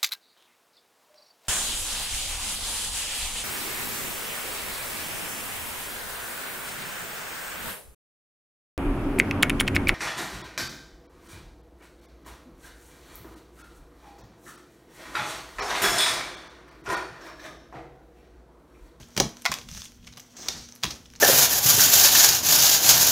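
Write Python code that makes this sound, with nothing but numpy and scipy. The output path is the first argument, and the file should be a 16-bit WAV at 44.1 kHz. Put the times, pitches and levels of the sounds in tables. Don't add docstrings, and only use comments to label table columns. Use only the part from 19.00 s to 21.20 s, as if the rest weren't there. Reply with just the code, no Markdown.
import sys
import numpy as np
from scipy import signal
from scipy.fft import rfft, irfft, next_fast_len
from scipy.io import wavfile
from scipy.ndimage import uniform_filter1d, map_coordinates

SR = 44100
rng = np.random.default_rng(int(sys.argv[2]) if len(sys.argv) > 2 else 0)


def materialize(psi):
    bounded = np.clip(np.atleast_2d(psi).T, -1, 1)
    quanta = np.round(bounded * 32767).astype(np.int16)
    wavfile.write(sys.argv[1], SR, quanta)


def makeup_ratio(level_db):
    decades = np.asarray(level_db, float) / 20
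    return 10 ** decades


N = 97020

# start in seconds, peak in dB, ringing pitch in Hz, broad part in dB, t60 in seconds.
CRACKS = [(.165, -13, 5500, 40, 0.021), (.1752, -6, 4000, 33, 0.031), (.1805, -26, 6540, 14, 0.016),
          (.1992, 0, 4520, 0, 0.026), (.2045, -3.5, 2950, 11, 0.0099), (.4532, -4, 3080, -1, 0.009),
          (.4598, -4.5, 5340, -2, 0.016), (.4655, -16, 3400, -26, 0.0067), (.5158, -11, 8000, -18, 0.01),
          (.5175, -6.5, 1070, -16.5, 0.013), (1.8715, -28, 4200, -3, 0.025), (.461, -17, 1120, -22, 0.036),
          (.522, -14, 2220, -12, 0.032), (.5398, -7.5, 3600, 0, 0.011), (1.4845, -4.5, 4560, -11.5, 0.0074),
          (1.4862, -6.5, 5050, -12, 0.01467), (1.4895, -27, 3700, -15, 0.017), (1.8272, -25, 4000, 7, 0.07),
          (1.8342, -5.5, 4580, -6, 0.028), (1.8503, -15, 2620, -6, 0.028), (1.862, -23, 3680, -31, 0.075),
          (1.9035, -18.5, 4770, -3, 0.061), (1.9165, -39, 5600, 5, .03)]
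# start in seconds, peak in dB, ringing pitch in Hz, broad part in dB, t60 in seconds.
TICKS = [(0.028, -36, 3250, -22, 0.029), (.369, -26.5, 5440, 0, 0.012), (0.4196, -25, 9400, -11.5, 0.02),
         (0.5861, -21.5, 3800, -7, 0.013), (0.6867, -24, 1950, 18, 0.023), (0.714, -23.5, 6000, -9, .009),
         (0.7486, -25.5, 5650, -7, 0.013), (0.77, -24.5, 2010, 3, 0.011), (0.7799, -24, 6200, -13, 0.0042),
         (0.8186, -18.5, 4320, -16, 0.009), (0.8564, -28.5, 2930, -24, 0.018),
         (1.0462, -36.5, 3200, -7, 0.015), (1.0684, -31, 5470, -3, 0.034),
         (1.0732, -26.5, 2550, -20, 0.018), (1.127, -33, 4500, -10, .012), (1.17, -28, 1180, 3, 0.039),
         (1.1967, -24, 12800, -7, 0.012), (1.3657, -29.5, 6500, -8, 0.055), (0.9196, -32, 11800, 3, 0.0082),
         (1.687, -32.5, 6100, 1, .03)]
# start in seconds, peak in dB, ringing pitch in Hz, broad part in dB,
# t60 in seconds.
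LATE_TICKS = [(1.7228, -27, 6000, -9, .01), (1.7512, -36, 6000, -6, .006),
              (1.7602, -30, 6000, -1, .007), (2.057, -31, 3000, -12, .01),
              (2.0612, -33, 5000, -14, .008), (2.1015, -32, 4500, -7, .008),
              (2.138, -33, 9000, -4, .006), (2.1533, -27, 4300, -5, .007),
              (2.1595, -30, 6000, -10, .02)]
# start in seconds, peak in dB, ringing pitch in Hz, broad
# part in dB, t60 in seconds.
CRACKLES = [(.0857, -36.5, 9000, -11, 0.0085), (0.292, -27, 11000, -6, .01),
            (0.4464, -24.5, 12000, 6, 0.0095), (.525, -25, 10000, -8, 0.014), (0.614, -27, 3670, -6, 0.01),
            (.7205, -34, 5980, -11, 0.0064), (.7755, -22, 6500, -3, 0.012), (.793, -35, 6200, -10, 0.0092),
            (.83, -32, 5000, -7, 0.0062), (0.841, -25.5, 8600, -17, 0.017), (.846, -28, 7000, -8, 0.0073),
            (0.8538, -23, 8500, -17, 0.0079), (.8605, -32.5, 13500, -6, 0.0063),
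            (.864, -33, 6000, -13, 0.0043), (1.027, -45, 3000, -22, 0.01), (1.0302, -43, 3300, -16, 0.014),
            (1.041, -40.5, 3200, -11, 0.018), (1.064, -39, 6500, -6, 0.012),
            (1.0765, -33.5, 1520, -9, 0.024), (1.088, -35, 7000, -4, 0.0085),
            (1.124, -35, 6000, -14, 0.0097), (1.131, -37, 3400, -21, 0.013),
            (1.1368, -30, 4000, -5, 0.0072), (1.162, -34.5, 3980, -4, 0.0074),
            (1.1775, -23.5, 12000, -14, 0.0095), (1.184, -32.5, 6000, 7, 0.011),
            (1.2005, -27, 6940, -27, 0.016), (1.7522, -26.5, 10800, -21, 0.014),
            (1.7608, -29, 12200, -21, 0.0071), (1.978, -43, 11500, -14, 0.0058),
            (2.136, -31.5, 1720, -7, 0.0092), (1.8409, -6, 5000, 13, 0.0153)]
# frequency in Hz, gain in dB.
SNAP_TONE = [(150, -43.5), (450, -3), (800, 4), (3000, 6.5), (9000, 2.5), (15000, -4.5)]
RING_OCTAVES, LUMPS_DB = 0.3, 2.5
RISE_SHARE = 0.038
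FIRST_FIBRE = 3

# time in seconds, level in dB, share of dull board scrape in dB.
RUB = [(0, -50.5, 1), (0.059, -59, -3.5), (.34, -56, 3.5), (.44, -53.5, -6), (0.556, -51.5, 5.5),
       (.66, -54.5, -6), (.76, -43.5, -20), (0.863, -45.5, -19), (.89, -54, -10), (1.01, -65, -4.5),
       (1.19, -58, -7), (1.353, -57.5, -5), (1.369, -50, -6.5), (1.461, -41, -5), (1.578, -38, -10),
       (1.68, -55.5, -11), (1.8, -61.5, -1.5), (1.885, -44.5, -3.5)]
# frequency in Hz, density in dB per Hz.
PAPER_TONE = [(300, -27), (600, -31), (1500, -10), (2300, -6), (4200, 0), (6000, 0), (10000, -1.5),
              (14500, -7)]
# frequency in Hz, density in dB per Hz.
BOARD_TONE = [(100, -2.5), (250, 8), (600, 4), (1500, 0), (2300, -2.5), (6000, -24)]
# frequency in Hz, density in dB per Hz.
SLOW_SLIDE_TONE = [(600, -33), (1500, -8), (2250, -13), (3100, -5.5), (5800, 0), (8500, -3), (11000, -19),
                   (14500, -7)]
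# frequency in Hz, density in dB per Hz.
FAST_SLIDE_TONE = [(600, -35), (1500, -4.5), (2700, -5.5), (4400, 4), (5100, 1.5), (5900, 0), (9000, -4),
                   (15000, -14)]
SLIDE_FROM_S, SPEEDS_UP_S, SLIDE_TO_S, BLEND_S = 1.35, 1.48, 1.7, 0.022
GRAINS_PER_S, GRAIN_SPREAD_DB, GRAIN_DB = 1200, 3.5, -3
UNEVEN_DB = 1.3
RUB_FADE_S, RUB_FADE_DB_PER_S = 1.883, 93

# start in seconds, level in dB, pitch in Hz the struck spot favours.
KNOCKS = [(0.167, -27, 183), (0.178, -19, 260), (.2, -19.5, 505), (0.204, -18, 420), (0.221, -18, 141),
          (.252, -20.5, 167), (0.267, -30, 151), (0.496, -24.5, 132), (0.521, -34, 254), (1.171, -43, 205),
          (1.839, -38, 128), (1.846, -24.5, 223), (1.866, -25, 80), (1.917, -35.5, 129), (1.934, -40, 90)]
# frequency in Hz, level in dB, t60 in seconds.
BOX_MODES = [(61, 0.5, 0.041), (154.7, -11, 0.14), (212, -3.5, 0.062), (353, 2.5, 0.018),
             (565, -3.5, 0.057), (785, -1, 0.058), (997, 1, 0.036)]
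SPOT_OCTAVES, PUSH_CYCLES = 0.97, 0.18

# start in seconds, level in dB.
FLAP_BLOWS = [
    (.4535, -21),
    (.4603, -15.5),
    (.4655, -27.5),
]
# frequency in Hz, level in dB, t60 in seconds.
FLAP_MODES = [(688.5, -10.5, 0.1), (1066, -12.5, 0.034), (1160, -17, 0.079), (1437, -4, 0.047),
              (2010, -4, 0.082), (2136, 4.5, 0.027), (2454, -6.5, 0.041), (3400, -2, .02)]
# start in seconds, level in dB, pitch in Hz, t60 in seconds.
THUMPS = [
    (.202, -14, 374, 0.049),
    (0.216, -26, 134, .1),
    (1.833, -29.5, 111.1, .06),
    (1.842, -33, 1000, 0.091),
    (1.875, -33, 306, 0.07),
]

# frequency in Hz, t60 in seconds.
ROOM_DECAY = [(150, 0.34), (1000, 0.3), (5000, 0.27), (14000, 0.24)]
ROOM_DB, PREDELAY_S = -7.5, 0.004
BOX_WET_DB, SCATTER_PER_S = -3, 300

# frequency in Hz, density in dB per Hz.
AIR_TONE = [(15, -31), (30, -37.5), (240, 7), (450, -9.5), (1800, -49), (3200, -4.5), (6000, -74),
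            (15800, -11)]
AIR_DB = -60.5
# frequency in Hz, rms level in dB.
HUM = [(120, -70), (240, -62.5), (480, -73.5)]

# frequency in Hz, gain in dB.
MIC = [(22, -19.5), (52, 2.5), (4800, -1), (6100, 5), (7600, -4.5), (10600, -8), (12500, -5), (15500, -7)]
NOTCH_HZ, NOTCH_WIDTH_HZ, NOTCH_SHARE = 10500, 110, 0.4
TOP_HZ, EDGE_HZ, OPENS_DB = 15800, 60, -30


def unit(x):
    return x / np.sqrt(np.mean(x ** 2) + 1e-20)


def along(points, hz):
    f, v = np.transpose(points)
    return np.interp(np.log(hz + 1), np.log(f + 1), v)


def wobble(rate):
    return map_coordinates(rng.standard_normal(2000), [np.arange(N) * rate / SR])


def after(s):
    return np.clip((np.arange(N) / SR - s) / BLEND_S + 0.5, 0, 1)


def add(out, s, sound):
    part = out[round(s * SR):][:len(sound)]
    part += sound[:len(part)]


def coloured(x, points, ring_hz=None, broad_db=0):
    m = 2 * next_fast_len(x.shape[-1] // 2 + 1024)
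    hz = np.fft.rfftfreq(m, 1 / SR)
    gain = makeup_ratio(along(points, hz) + broad_db)
    if ring_hz:
        octaves = np.log2((hz + 1) / ring_hz)
        gain = gain + np.exp(-0.5 * (octaves / RING_OCTAVES) ** 2)
    cep = irfft(np.log(gain), m)
    cep[1:m // 2] *= 2
    cep[m // 2 + 1:] = 0
    return irfft(rfft(x, m) * np.exp(rfft(cep)), m)[..., :x.shape[-1]]


def snaps(rows):
    out, t = np.zeros(N), np.arange(SR // 10) / SR
    for s, db, ring_hz, broad_db, t60 in rows:
        rise_s, decay_s = RISE_SHARE * t60, max(t60, 0.002)
        lumps = makeup_ratio(LUMPS_DB * unit(uniform_filter1d(rng.standard_normal(len(t)), size=24)))
        envelope = makeup_ratio(-60 * t / decay_s) * (1 - np.exp(-t / rise_s))
        burst = rng.standard_normal(len(t)) * lumps * envelope
        burst[round(2 * rise_s * SR)] = -FIRST_FIBRE
        burst = coloured(burst, SNAP_TONE, ring_hz, broad_db)
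        loudness = np.sqrt(np.sum(burst ** 2) / (SR * decay_s / 14))
        add(out, s, makeup_ratio(db - 9.5) * burst / loudness)
    return out


def rubbing():
    t = np.arange(N) / SR
    s, level, dull = np.transpose(RUB)
    level_db, dull_db = np.interp(t, s, level), np.interp(t, s, dull)
    level_db = level_db - np.clip(RUB_FADE_DB_PER_S * (t - RUB_FADE_S), 0, 16)

    chance = rng.random(N)
    size_db = np.minimum(rng.exponential(1, N) * GRAIN_SPREAD_DB, 14)
    caught = chance < GRAINS_PER_S / SR * makeup_ratio(5 * wobble(40))
    grains = caught * makeup_ratio(size_db) * rng.standard_normal(N)
    hiss = rng.standard_normal(N) * makeup_ratio(UNEVEN_DB * wobble(59.9))
    friction = hiss + makeup_ratio(GRAIN_DB) * unit(grains)

    sheet = unit(coloured(friction, PAPER_TONE))
    slow = unit(coloured(friction, SLOW_SLIDE_TONE))
    fast = unit(coloured(friction, FAST_SLIDE_TONE))
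    slide = slow + after(SPEEDS_UP_S) * (fast - slow)
    paper = sheet + (after(SLIDE_FROM_S) - after(SLIDE_TO_S)) * (slide - sheet)
    board = unit(coloured(rng.standard_normal(N) * makeup_ratio(2.1 * wobble(90)), BOARD_TONE))
    hand = makeup_ratio(level_db + UNEVEN_DB * wobble(14.6))
    return hand * (paper + makeup_ratio(dull_db + UNEVEN_DB * wobble(33.25)) * board)


def box():
    out, t = np.zeros(N), np.arange(SR // 2) / SR
    for s, db, spot_hz in KNOCKS:
        ring = np.zeros(len(t))
        for hz, level, t60 in BOX_MODES:
            reach = np.exp(-0.5 * (np.log2(hz / spot_hz) / SPOT_OCTAVES) ** 2)
            bent_hz = hz * (1 + rng.normal(0, 1) / 40)
            ring += makeup_ratio(level - 60 * t / t60) * reach * np.sin(2 * np.pi * bent_hz * t)
        push = 1 - np.exp(-t * spot_hz / PUSH_CYCLES)
        add(out, s, -makeup_ratio(db) * ring * push)
    return out


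def struck(s, db, modes):
    out, t = np.zeros(N), np.arange(SR // 4) / SR
    for hz, level, t60 in modes:
        envelope = makeup_ratio(db + level - 60 * t / t60) * (1 - np.exp(-t * hz))
        add(out, s, envelope * np.sin(2 * np.pi * hz * t))
    return out


def panels():
    flap = sum(struck(s, db, FLAP_MODES) for s, db in FLAP_BLOWS)
    sides = sum(struck(s, db, [(hz, 0, t60)]) for s, db, hz, t60 in THUMPS)
    return flap + sides


def room(x):
    out, hop = np.zeros(N), SR // 8
    for k in range(0, N, hop):
        hz, t, z = signal.stft(rng.standard_normal(SR // 2), SR, nperseg=256)
        decay = makeup_ratio(-60 * t / along(ROOM_DECAY, hz)[:, None])
        tail = signal.istft(z * decay, SR, nperseg=256)[1]
        answer = signal.fftconvolve(x[k:k + hop], tail / np.linalg.norm(tail))
        add(out, k / SR + PREDELAY_S, answer)
    return out


def air():
    t, hum = np.arange(N) / SR, np.zeros(N)
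    for hz, db in HUM:
        hum += np.sqrt(2) * makeup_ratio(db + 1.4 * wobble(5.8)) * np.sin(2 * np.pi * (hz * t + rng.random()))
    rumble_tone = [(20, 14.5), (55, 4.0), (90, 1.5), (200, -1), (400, -50.0)]  # Hz, dB per Hz
    rumble = unit(coloured(rng.standard_normal(N), rumble_tone))
    tone = unit(coloured(rng.standard_normal(N), AIR_TONE))
    return makeup_ratio(AIR_DB) * tone + makeup_ratio(-55 + 7.5 * wobble(6.63)) * rumble + hum


def below(x, top_hz, notch_share=0):
    hz = np.fft.rfftfreq(N, 1 / SR)
    dip = 1 - np.clip(notch_share, 0, 1) * np.exp(-((hz - NOTCH_HZ) / NOTCH_WIDTH_HZ) ** 2)
    edge = 1 + np.exp(np.clip((hz - top_hz) / EDGE_HZ, -50, 50))
    return irfft(rfft(x) * dip / edge, N)


def scene():
    paper = rubbing() + snaps(CRACKS + TICKS + LATE_TICKS + CRACKLES)
    knocks = box() + panels()
    to_walls = paper + makeup_ratio(BOX_WET_DB) * knocks * wobble(SCATTER_PER_S)
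    mix = paper + knocks + makeup_ratio(ROOM_DB) * room(to_walls) + air()
    return np.tile(mix, (2, 1))


def top_cut(x):
    return signal.sosfilt(signal.butter(12, 16990, fs=SR, output="sos"), x)


def record(dry):
    heard = below(coloured(dry, MIC), TOP_HZ + 1000, NOTCH_SHARE)
    band = below(heard, TOP_HZ)
    treble = np.abs(heard - below(heard, 12000))
    loud = 1.0 * (treble > makeup_ratio(OPENS_DB))
    opened = np.clip(uniform_filter1d(loud, size=256) * 40, 0, 1)
    return top_cut(band + opened * (heard - band))


dry = scene()
out = record(dry)
materialize(out)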